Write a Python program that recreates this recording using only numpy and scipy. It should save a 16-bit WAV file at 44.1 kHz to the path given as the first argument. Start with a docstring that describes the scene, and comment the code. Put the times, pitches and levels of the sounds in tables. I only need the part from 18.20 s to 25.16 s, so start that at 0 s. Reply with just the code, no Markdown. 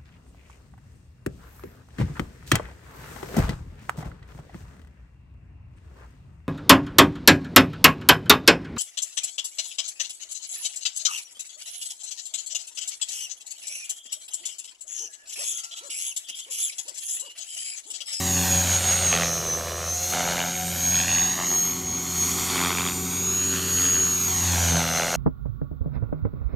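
"""An electric model helicopter loops over a dirt field, moving away and back.
Its two blades thump with steady tones, swish with throbbing noise and slap their own wake in bursts.
The main gear whines and rasps, the tail rotor buzzes, the motor hums and the downwash rumbles.
The ground returns a slightly later copy, whose changing delay sweeps a comb through the sound."""
import sys
import numpy as np
from scipy import signal
from scipy.fft import rfft, irfft, next_fast_len
from scipy.io import wavfile
from scipy.ndimage import map_coordinates

SR = 44100
rng = np.random.default_rng(int(sys.argv[2]) if len(sys.argv) > 2 else 0)


def materialize(psi):
    """Save the field psi as 16-bit PCM at rate SR to the path in sys.argv[1].

    A 1-D psi becomes a single channel; in a 2-D psi each row is a channel.
    """
    bounded = np.clip(np.atleast_2d(psi).T, -1, 1)
    quanta = np.round(bounded * 32767).astype(np.int16)
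    wavfile.write(sys.argv[1], SR, quanta)


N = 306936
TIME = np.arange(N) / SR

# tone cycles per turn of the main rotor
MESH_ORDER, BELT_ORDER = 150, 196
# shaft turns per turn of the main rotor
TAIL_GEARING, MOTOR_GEARING = 4.266, 12.5


def amp(db):
    """Turns decibels into a gain."""
    return 10 ** (np.asarray(db) / 20)


def unit(x):
    """Scales a signal to rms 1."""
    return x / np.sqrt(np.mean(x ** 2) + 1e-20)


def curve(rows):
    """Joins the points of a two-column table by straight lines in time."""
    seconds, values = np.transpose(rows)
    return np.interp(TIME, seconds, values)


def noise():
    """Makes white noise for the whole scene."""
    return rng.standard_normal(N)


def drift(per_s):
    """Wanders smoothly and by chance, with rms 1, changing about per_s times a second."""
    knots = signal.resample(rng.standard_normal(2048), 16384)  # eight points per random value
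    return unit(np.interp(TIME * per_s * 8, np.arange(len(knots)), knots))


def tone(turns, wobble_rad, flutter_db, per_s):
    """A sine whose phase and level waver in the moving air."""
    phase = 2 * np.pi * (turns + rng.random()) + wobble_rad * drift(per_s)
    return np.sqrt(2) * np.sin(phase) * amp(flutter_db * drift(per_s))


def blade_ripple(turns, per_s):
    """Wavers at one, two and three times the blade-passing rate, each part drifting in strength."""
    ripple = np.zeros(N)
    for k in range(1, 4):
        ripple += drift(per_s) * np.cos(2 * np.pi * (2 * k * turns + rng.random()))
    return ripple


def shaped(x, points):
    """Filters a signal by a spectrum drawn with a logarithmic frequency axis."""
    hz, db = np.transpose(points)
    size = next_fast_len(N)
    bins_hz = np.fft.rfftfreq(size, 1 / SR)
    gain = amp(np.interp(np.log(bins_hz + 1), np.log(hz), db))
    return irfft(rfft(x, size) * gain, size)[:N]


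def colour(x, points):
    """Gives a signal a spectrum and then rms 1."""
    return unit(shaped(x, points))


def below(x, hz, order=2):
    """Keeps what lies below a frequency, without delay."""
    sos = signal.butter(order, min(hz, SR / 2 - 1), fs=SR, output="sos")
    return signal.sosfiltfilt(sos, x)


def ground(x, delay_ms, strength=0.66, scatter_hz=1000, top_hz=10000):
    """Adds the echo off the dirt, which mirrors the bass, scatters the treble and dulls the very top."""
    # share of the treble that the ground mirrors: t/s, share/0-1
    mirror = [(0, 0.7), (.6, 0.16), (1.5, 0.22), (3, 0.7), (3.7, 0.42), (5.1, 0.53), (6.3, 0.31)]
    bass = below(x, scatter_hz, order=1)
    treble = below(x - bass, top_hz, order=1)
    echo = strength * bass + curve(mirror) * treble
    # read the echo from a moving point in the past
    echo = map_coordinates(echo, [np.arange(N) - delay_ms * SR / 1000], order=3)
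    return (x + echo) / np.sqrt(1 + strength ** 2)


def downwash(level_db=-42.0):
    """The air that the rotor throws off makes a low, lumpy rumble."""
    # spectrum of the rumble: f/Hz, relative level/dB
    rumble = [(20, -39), (45, -5.5), (110, 0), (200, 3), (280, 3.5), (400, 3.5), (700, -4.5), (2000, -21),
              (8000, -20)]
    return amp(level_db + 1.8 * drift(5)) * colour(noise(), rumble)


def motor(turns):
    """The motor's rotating can hums once a revolution."""
    # level of the hum: t/s, level/dB
    hum_level = [(0, -35), (1, -48), (3.2, -48), (4.3, -50.5), (6, -55), (6.96, -43)]
    return amp(curve(hum_level)) * tone(MOTOR_GEARING * turns, 0.12, 1.9, 10)


def tail_rotor(turns):
    """A small two-bladed rotor, geared to the main shaft, buzzes at even multiples of its turning rate."""
    # overall level of the buzz: t/s, level/dB
    tail_level = [(0, -35.5), (.35, -36.5), (.6, -40.5), (.9, -37.5), (1.3, -46.5), (2, -38.5),
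                  (2.6, -40.5), (3.65, -43), (4.2, -40), (5.5, -42), (6, -42.5), (6.96, -38)]
    # tones of the buzz: multiple of the tail shaft's rate, relative level/dB
    tail_tones = [(2, -1), (4, -5.5), (6, -14), (8, -16.5), (10, -14.5), (12, -15.5)]
    shaft = TAIL_GEARING * turns + 0.03 * drift(8)
    buzz = sum(amp(db) * tone(round(k) * shaft, 0.19, 2.4, 15) for k, db in tail_tones)
    return amp(curve(tail_level)) * buzz


def belt_whistle(turns):
    """A thin whistle, probably from the tail belt, follows the rotor's speed."""
    # level of the whistle: t/s, level/dB
    belt_level = [(0, -58), (.85, -32), (1.05, -49), (1.8, -51), (2.1, -57), (2.4, -43), (2.9, -71),
                  (3.7, -62), (4, -50), (5, -42.5), (5.3, -59), (6.65, -41.5), (6.96, -54)]
    return amp(curve(belt_level)) * tone(BELT_ORDER * turns, 0.35, 3.3, 22)


def gear_load(turns, grind=0.73):
    """The gear runs unevenly, eight times a turn."""
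    return 1 + grind * np.cos(2 * np.pi * 8 * turns)


def fizz(turns):
    """The uneven gear fizzes in the treble, with thin tones around the octave of the mesh."""
    # level of the fizz: t/s, level/dB
    fizz_level = [(0, -32.5), (.25, -29.5), (.92, -39), (1.02, -37.5), (1.6, -42.5), (1.93, -31.5),
                  (2, -46), (2.7, -32.5), (3.2, -42), (3.38, -35), (3.66, -44.5), (4.1, -31), (5.1, -40.5),
                  (5.6, -31), (5.85, -37), (6.45, -32), (6.56, -38), (6.96, -38)]
    # spectrum of the fizz noise: f/Hz, relative level/dB
    fizz_spectrum = [(2000, -10), (5000, 2.5), (7500, 5), (8700, 5.5), (10000, 0), (11500, 2.5),
                     (13200, 4.5), (14200, -4), (15500, -11)]
    # thin tones: cycles per rotor turn
    upper_orders = [264, 284, 292, 308, 316]
    # the same tones against the fizz: relative level/dB
    upper_db = [-16, -16, -17, -12, -19]
    hiss = colour(noise() * gear_load(turns), fizz_spectrum)
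    tones = sum(amp(db) * tone(k * turns, 0.68, 3.2, 17) for k, db in zip(upper_orders, upper_db))
    return amp(curve(fizz_level)) * (hiss + tones)


def side_tones(turns, heard_rate, strain_db=2.05):
    """Motor and gear tones grow as the heard rotor rate sags in hard turns (dB per turn/s)."""
    # tones: cycles per rotor turn
    drive_orders = [98, 132, 134, 137.5, 142, 158, 162.5, 187.5]
    # the same tones at the highest heard rotor rate: relative level/dB
    drive_db = [-19, -19.5, -19.5, -31, -14, -16, -19, -39]
    strain = amp(strain_db * (heard_rate.max() - heard_rate))
    return strain * sum(amp(db) * tone(k * turns, 0.8, 2.6, 13) for k, db in zip(drive_orders, drive_db))


def rasp(turns, noise_db=-6, comb_db=-5):
    """The teeth ring the gear: rough noise, with weak tones spaced by the blade-passing rate."""
    # spectrum of the ringing teeth: f/Hz, relative level/dB
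    rasp_spectrum = [(3000, -77), (5200, -3.5), (5800, -8), (6400, 9.5), (6750, 4), (7200, -5), (7900, -15),
                     (9000, -33), (12000, -45)]
    # weak tones: blade-passing rates from the mesh tone (rounded below), relative level/dB
    sidebands = [(-8, -8), (0, 12), (0, -11), (1, 11), (2.5, 3), (4.5, 12), (6.5, 10), (7, -4), (10, 8),
                 (10.5, -27)]
    # stretching time makes the noise rise and fall in pitch with the rotor
    place = turns / turns[-1] * (N - 1)
    teeth = map_coordinates(colour(noise(), rasp_spectrum), [place], order=3)
    # the load on the teeth changes with every blade
    comb = sum(amp(db) * tone((MESH_ORDER + 2 * round(k)) * turns, .8, 3, 10) for k, db in sidebands)
    return amp(noise_db) * unit(teeth * gear_load(turns)) + amp(comb_db) * unit(comb)


def drive(turns, heard_rate):
    """The motor and gears sound together: side tones and rasp at one level, fizz at its own."""
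    # level of the side tones and rasp: t/s, level/dB
    gear_level = [(0, -28.5), (.4, -25.5), (1, -29), (1.07, -27), (1.32, -35), (1.6, -37), (1.78, -29),
                  (2.35, -33.5), (2.75, -30), (3.35, -31), (3.66, -35.5), (4.08, -27), (5.2, -34.5),
                  (5.88, -31.5), (6.45, -24.5), (6.6, -31), (6.96, -30)]
    return amp(curve(gear_level)) * (side_tones(turns, heard_rate) + rasp(turns)) + fizz(turns)


def mesh_octave(turns):
    """The octave of the gear mesh is frayed by the passing blades."""
    # level of the octave: t/s, level/dB
    octave_level = [(0, -53), (1, -56), (1.4, -64), (1.9, -46), (2.3, -43), (2.7, -39), (2.9, -52),
                    (3.45, -34), (3.7, -52), (4.05, -47), (5, -42), (5.3, -44), (5.55, -49), (6.05, -36.5),
                    (6.96, -51)]
    fray = unit(1 + .3 * blade_ripple(turns, 6))
    return amp(curve(octave_level)) * fray * tone(2 * MESH_ORDER * turns, .7, 1.6, 20)


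def beam(gap_db=-12):
    """The gear radiates in lobes: as the body turns, its tone arches from one gap to the next."""
    # moments when a gap between two lobes points at the listener: t/s
    beam_gaps = [.27, .46, .61, .8, 1.0, 1.23, 1.42, 1.63, 1.8, 1.99, 2.18, 2.5, 2.86, 3.2, 3.62, 3.85, 4.4,
                 4.8, 5.42, 6.42, 6.67, 6.9]
    # one more gap after the last, at the same spacing
    gaps = [0, *beam_gaps, 2 * beam_gaps[-1] - beam_gaps[-2]]
    lobe = np.interp(TIME, gaps, np.arange(len(gaps)))
    return np.hypot(np.sin(np.pi * lobe), amp(gap_db))


def whine(turns, swirl_rad=0.25, chop=0.08):
    """The pinion meets the main gear; passing blades and uneven teeth put sidebands on the tone."""
    # level in the middle of a lobe: t/s, level/dB
    mesh_level = [(0, -27), (.55, -22.5), (.88, -19.5), (1.1, -30), (1.33, -25.5), (1.5, -45), (1.72, -28),
                  (2.5, -35), (2.78, -18), (3.05, -22.5), (3.42, -22), (3.72, -30.5), (4.03, -22.5),
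                  (4.3, -49), (4.85, -31), (5.08, -25.5), (5.6, -16.5), (5.95, -25), (6.3, -23),
                  (6.96, -32.5)]
    # the pitch sways once a turn
    sway = swirl_rad * np.sin(2 * np.pi * turns) / (2 * np.pi)
    mesh = tone(MESH_ORDER * turns + sway, .25, .7, 25)
    return amp(curve(mesh_level)) * beam() * mesh * (1 + chop * blade_ripple(turns, 5))


def swish(turns, throb=0.25):
    """Turbulence leaves the blades, louder as each one swings towards the listener."""
    # level of the rushing air: t/s, level/dB
    swish_level = [(0, -33), (.5, -28.5), (.92, -28), (1.2, -37.5), (1.66, -39), (1.89, -35.5),
                   (1.97, -28.5), (2.45, -37.5), (2.95, -31), (3.65, -40.5), (4.15, -33), (4.38, -28),
                   (4.75, -37.5), (5.55, -32), (5.95, -36), (6.4, -28), (6.96, -33)]
    # spectrum of the rushing air: f/Hz, relative level/dB
    swish_spectrum = [(60, -14), (150, 0.5), (300, 1), (600, 0.5), (1200, 1), (2500, 0.5), (4200, 1),
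                      (5500, -5.5), (8000, -3.5), (11000, -9.5), (15000, -24)]
    beat = 1 + throb * np.cos(2 * np.pi * 2 * turns)
    return amp(curve(swish_level) + 0.87 * drift(25)) * colour(noise() * beat, swish_spectrum)


def bursts(attack_s=0.029, release_s=0.044):
    """Each burst swells, holds and dies away, sharing its power between a dull body and bright crack."""
    # bursts as the rotor meets its own wake: start t/s, length t/s, level/dB, crack against body/dB
    slap_bursts = [(0.144, .72, -38, 2), (0.903, 0.12, -26, 1.5), (1.04, .64, -36, -18),
                   (1.906, 0.23, -30.5, -6.5), (2.14, 0.11, -30.5, 0), (2.28, 0.6, -39, 39),
                   (2.71, 0.1, -30, 28), (2.86, 0.14, -32, 15), (3.166, 0.033, -29.5, -10),
                   (3.288, 0.033, -33.5, -5), (3.403, .12, -41, 6), (4.322, 0.19, -29.5, -1),
                   (4.525, 0.16, -30, 2.5), (5.298, 0.1, -37, 9), (5.555, 0.23, -34.5, 6.5),
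                   (5.844, 0.033, -36, -2), (6.306, 0.32, -34.5, -10), (6.525, 0.26, -30.5, -3.5),
                   (6.773, 0.14, -30, -4), (6.91, .06, -26, -9)]
    body_power, crack_power = np.zeros(N), np.zeros(N)
    for start, length, db, bright_db in slap_bursts:
        age = TIME - start
        swell = np.clip(age / attack_s, 0, 1)
        fade = np.exp(-np.maximum(age - length, 0) / release_s)
        power = (amp(db) * swell * fade) ** 2
        dull = 1 / (1 + amp(bright_db) ** 2)
        body_power += dull * power
        crack_power += (1 - dull) * power
    return np.sqrt(body_power), np.sqrt(crack_power)


def slap(turns, split_hz=1500, scatter_db=1.1, rough=.38):
    """Each blade cuts the tip vortex of an earlier pass: a regular knock in a bright puff of noise."""
    # spectrum of knock and puff: f/Hz, relative level/dB
    slap_spectrum = [(150, -15), (380, 0), (550, 2.5), (900, 0), (1500, 3), (3000, 2), (4300, -5),
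                     (6500, -12), (14000, -34)]
    jitter, spread = .004, .05  # shares of a blade period
    passes = 2 * turns + .02 * drift(5)
    blade = np.maximum(np.round(passes), 0).astype(int)
    # every blade pass has its own timing and size
    early, size = rng.standard_normal((1024, 2))[blade].T
    place = passes - blade + jitter * early
    force = amp(scatter_db * (size + .5 * drift(18)))  # the wake comes in clumps
    hit = np.diff(np.sign(place), prepend=1) > 0
    knock = colour(-force * hit, slap_spectrum)
    # the cut runs along the blade, so the lows of each knock trail its highs
    knock = signal.sosfilt([[-.85, 1, 0, 1, -.85, 0]] * 11, knock)
    puff = colour(force * np.exp(-.5 * (place / spread) ** 2) * noise(), slap_spectrum)
    body = unit(below(knock + rough * puff, split_hz))
    snap = puff + .5 * knock
    crack = unit(snap - below(snap, split_hz))
    body_gain, crack_gain = bursts()
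    return body_gain * body + crack_gain * crack


def thump(turns, delay_ms):
    """Two loaded blades push the air twice a turn; only the higher tones get a ground echo here."""
    # level of the blade-passing tone: t/s, level/dB
    thump_level = [(0, -34), (.32, -28), (.9, -34.5), (1, -40.5), (1.24, -46), (1.5, -38.5), (1.85, -40),
                   (2.14, -52), (2.55, -37.5), (2.95, -37.5), (3.25, -52), (3.95, -39.5), (5, -41),
                   (5.58, -37), (6.02, -41), (6.42, -23), (6.96, -53)]
    # level of its octave, which the higher tones follow: t/s, level/dB
    octave_level = [(0, -34), (.33, -32), (.6, -43), (.87, -41), (.97, -33.5), (1.4, -47.5), (1.8, -49.5),
                    (1.98, -39.5), (2.7, -37.5), (3.3, -42.5), (4.05, -39), (5.5, -37.5), (5.8, -40),
                    (6.4, -38.5), (6.55, -28), (6.78, -38.5), (6.96, -41)]
    # higher blade tones: cycles per rotor turn, level against the octave/dB
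    blade_tones = [(3, -18.5), (6, -6), (8, -15), (10, -14)]
    octave_gain = amp(curve(octave_level))
    first = amp(curve(thump_level)) * tone(2 * turns, 0.1, 1.0, 13)
    octave = octave_gain * tone(4 * turns, 0.089, 1.47, 14)
    high = sum(amp(db) * tone(round(k) * turns, 0.27, 1.85, 10) for k, db in blade_tones)
    return first + octave + octave_gain * ground(high, delay_ms)


def scene():
    """All turning parts follow one rotor angle, and two close microphone ports hear the mixture."""
    # rotor rate as heard with Doppler shift, sagging in the two hard turns: t/s, turning rate f/Hz
    flight = [(0.0, 44.55), (0.18, 44.5), (0.84, 43.83), (1.11, 41.44), (1.33, 40.8), (1.66, 41.51),
              (1.92, 42.9), (2.66, 43.66), (3.05, 43.91), (3.44, 43.6), (3.88, 43.46), (4.3, 43.98),
              (4.74, 44.18), (5.27, 44.7), (5.81, 44.31), (6.34, 43.58), (6.6, 41.54), (6.74, 41.43),
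              (6.96, 42.6)]
    # delay of the ground echo, longest when the model is high and near: t/s, delay/ms
    echo_delay = [(0, 1.02), (.6, 1.34), (1.28, 1.73), (1.55, 1.7), (1.9, 1.38), (2.5, 1.31), (3.44, .93),
                  (4.95, .84), (5.3, .69), (5.7, .65), (6.02, .79), (6.4, 1.26), (6.7, 1.44), (6.96, 1.42)]
    # how much the two ports differ: f/Hz, side against mid level/dB
    ports = [(30, -2), (90, -46), (280, -21.5), (1000, -51), (2300, -38.5), (8500, -28.5), (12000, -64)]
    # the model swings out to the right, then returns ahead: t/s, left minus right level/dB
    pan = [(0, 0), (.9, -.9), (1.9, -.1), (6.96, 0)]
    heard_rate, delay_ms = curve(flight), curve(echo_delay)
    turns = np.cumsum(heard_rate) / SR
    machine = downwash() + motor(turns) + tail_rotor(turns) + drive(turns, heard_rate)
    machine += swish(turns) + slap(turns)
    tones = belt_whistle(turns) + mesh_octave(turns) + whine(turns) + thump(turns, delay_ms)
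    mid = ground(machine, delay_ms) + tones
    # the ports hear nearly the same thing, a little apart in phase
    quarter_turn = signal.hilbert(mid, next_fast_len(N))[:N].imag
    side = shaped(quarter_turn, ports)
    lean = amp(curve(pan) / 2)
    return np.array([(mid + side) * lean, (mid - side) / lean])


def record(dry, edge_hz=15700):
    """The microphone's band limit removes the sound above its upper edge."""
    low_pass = signal.firwin(511, edge_hz, window=("kaiser", 9), fs=SR)
    return signal.oaconvolve(dry, low_pass[None], "same")


dry = scene()
out = record(dry)
materialize(out)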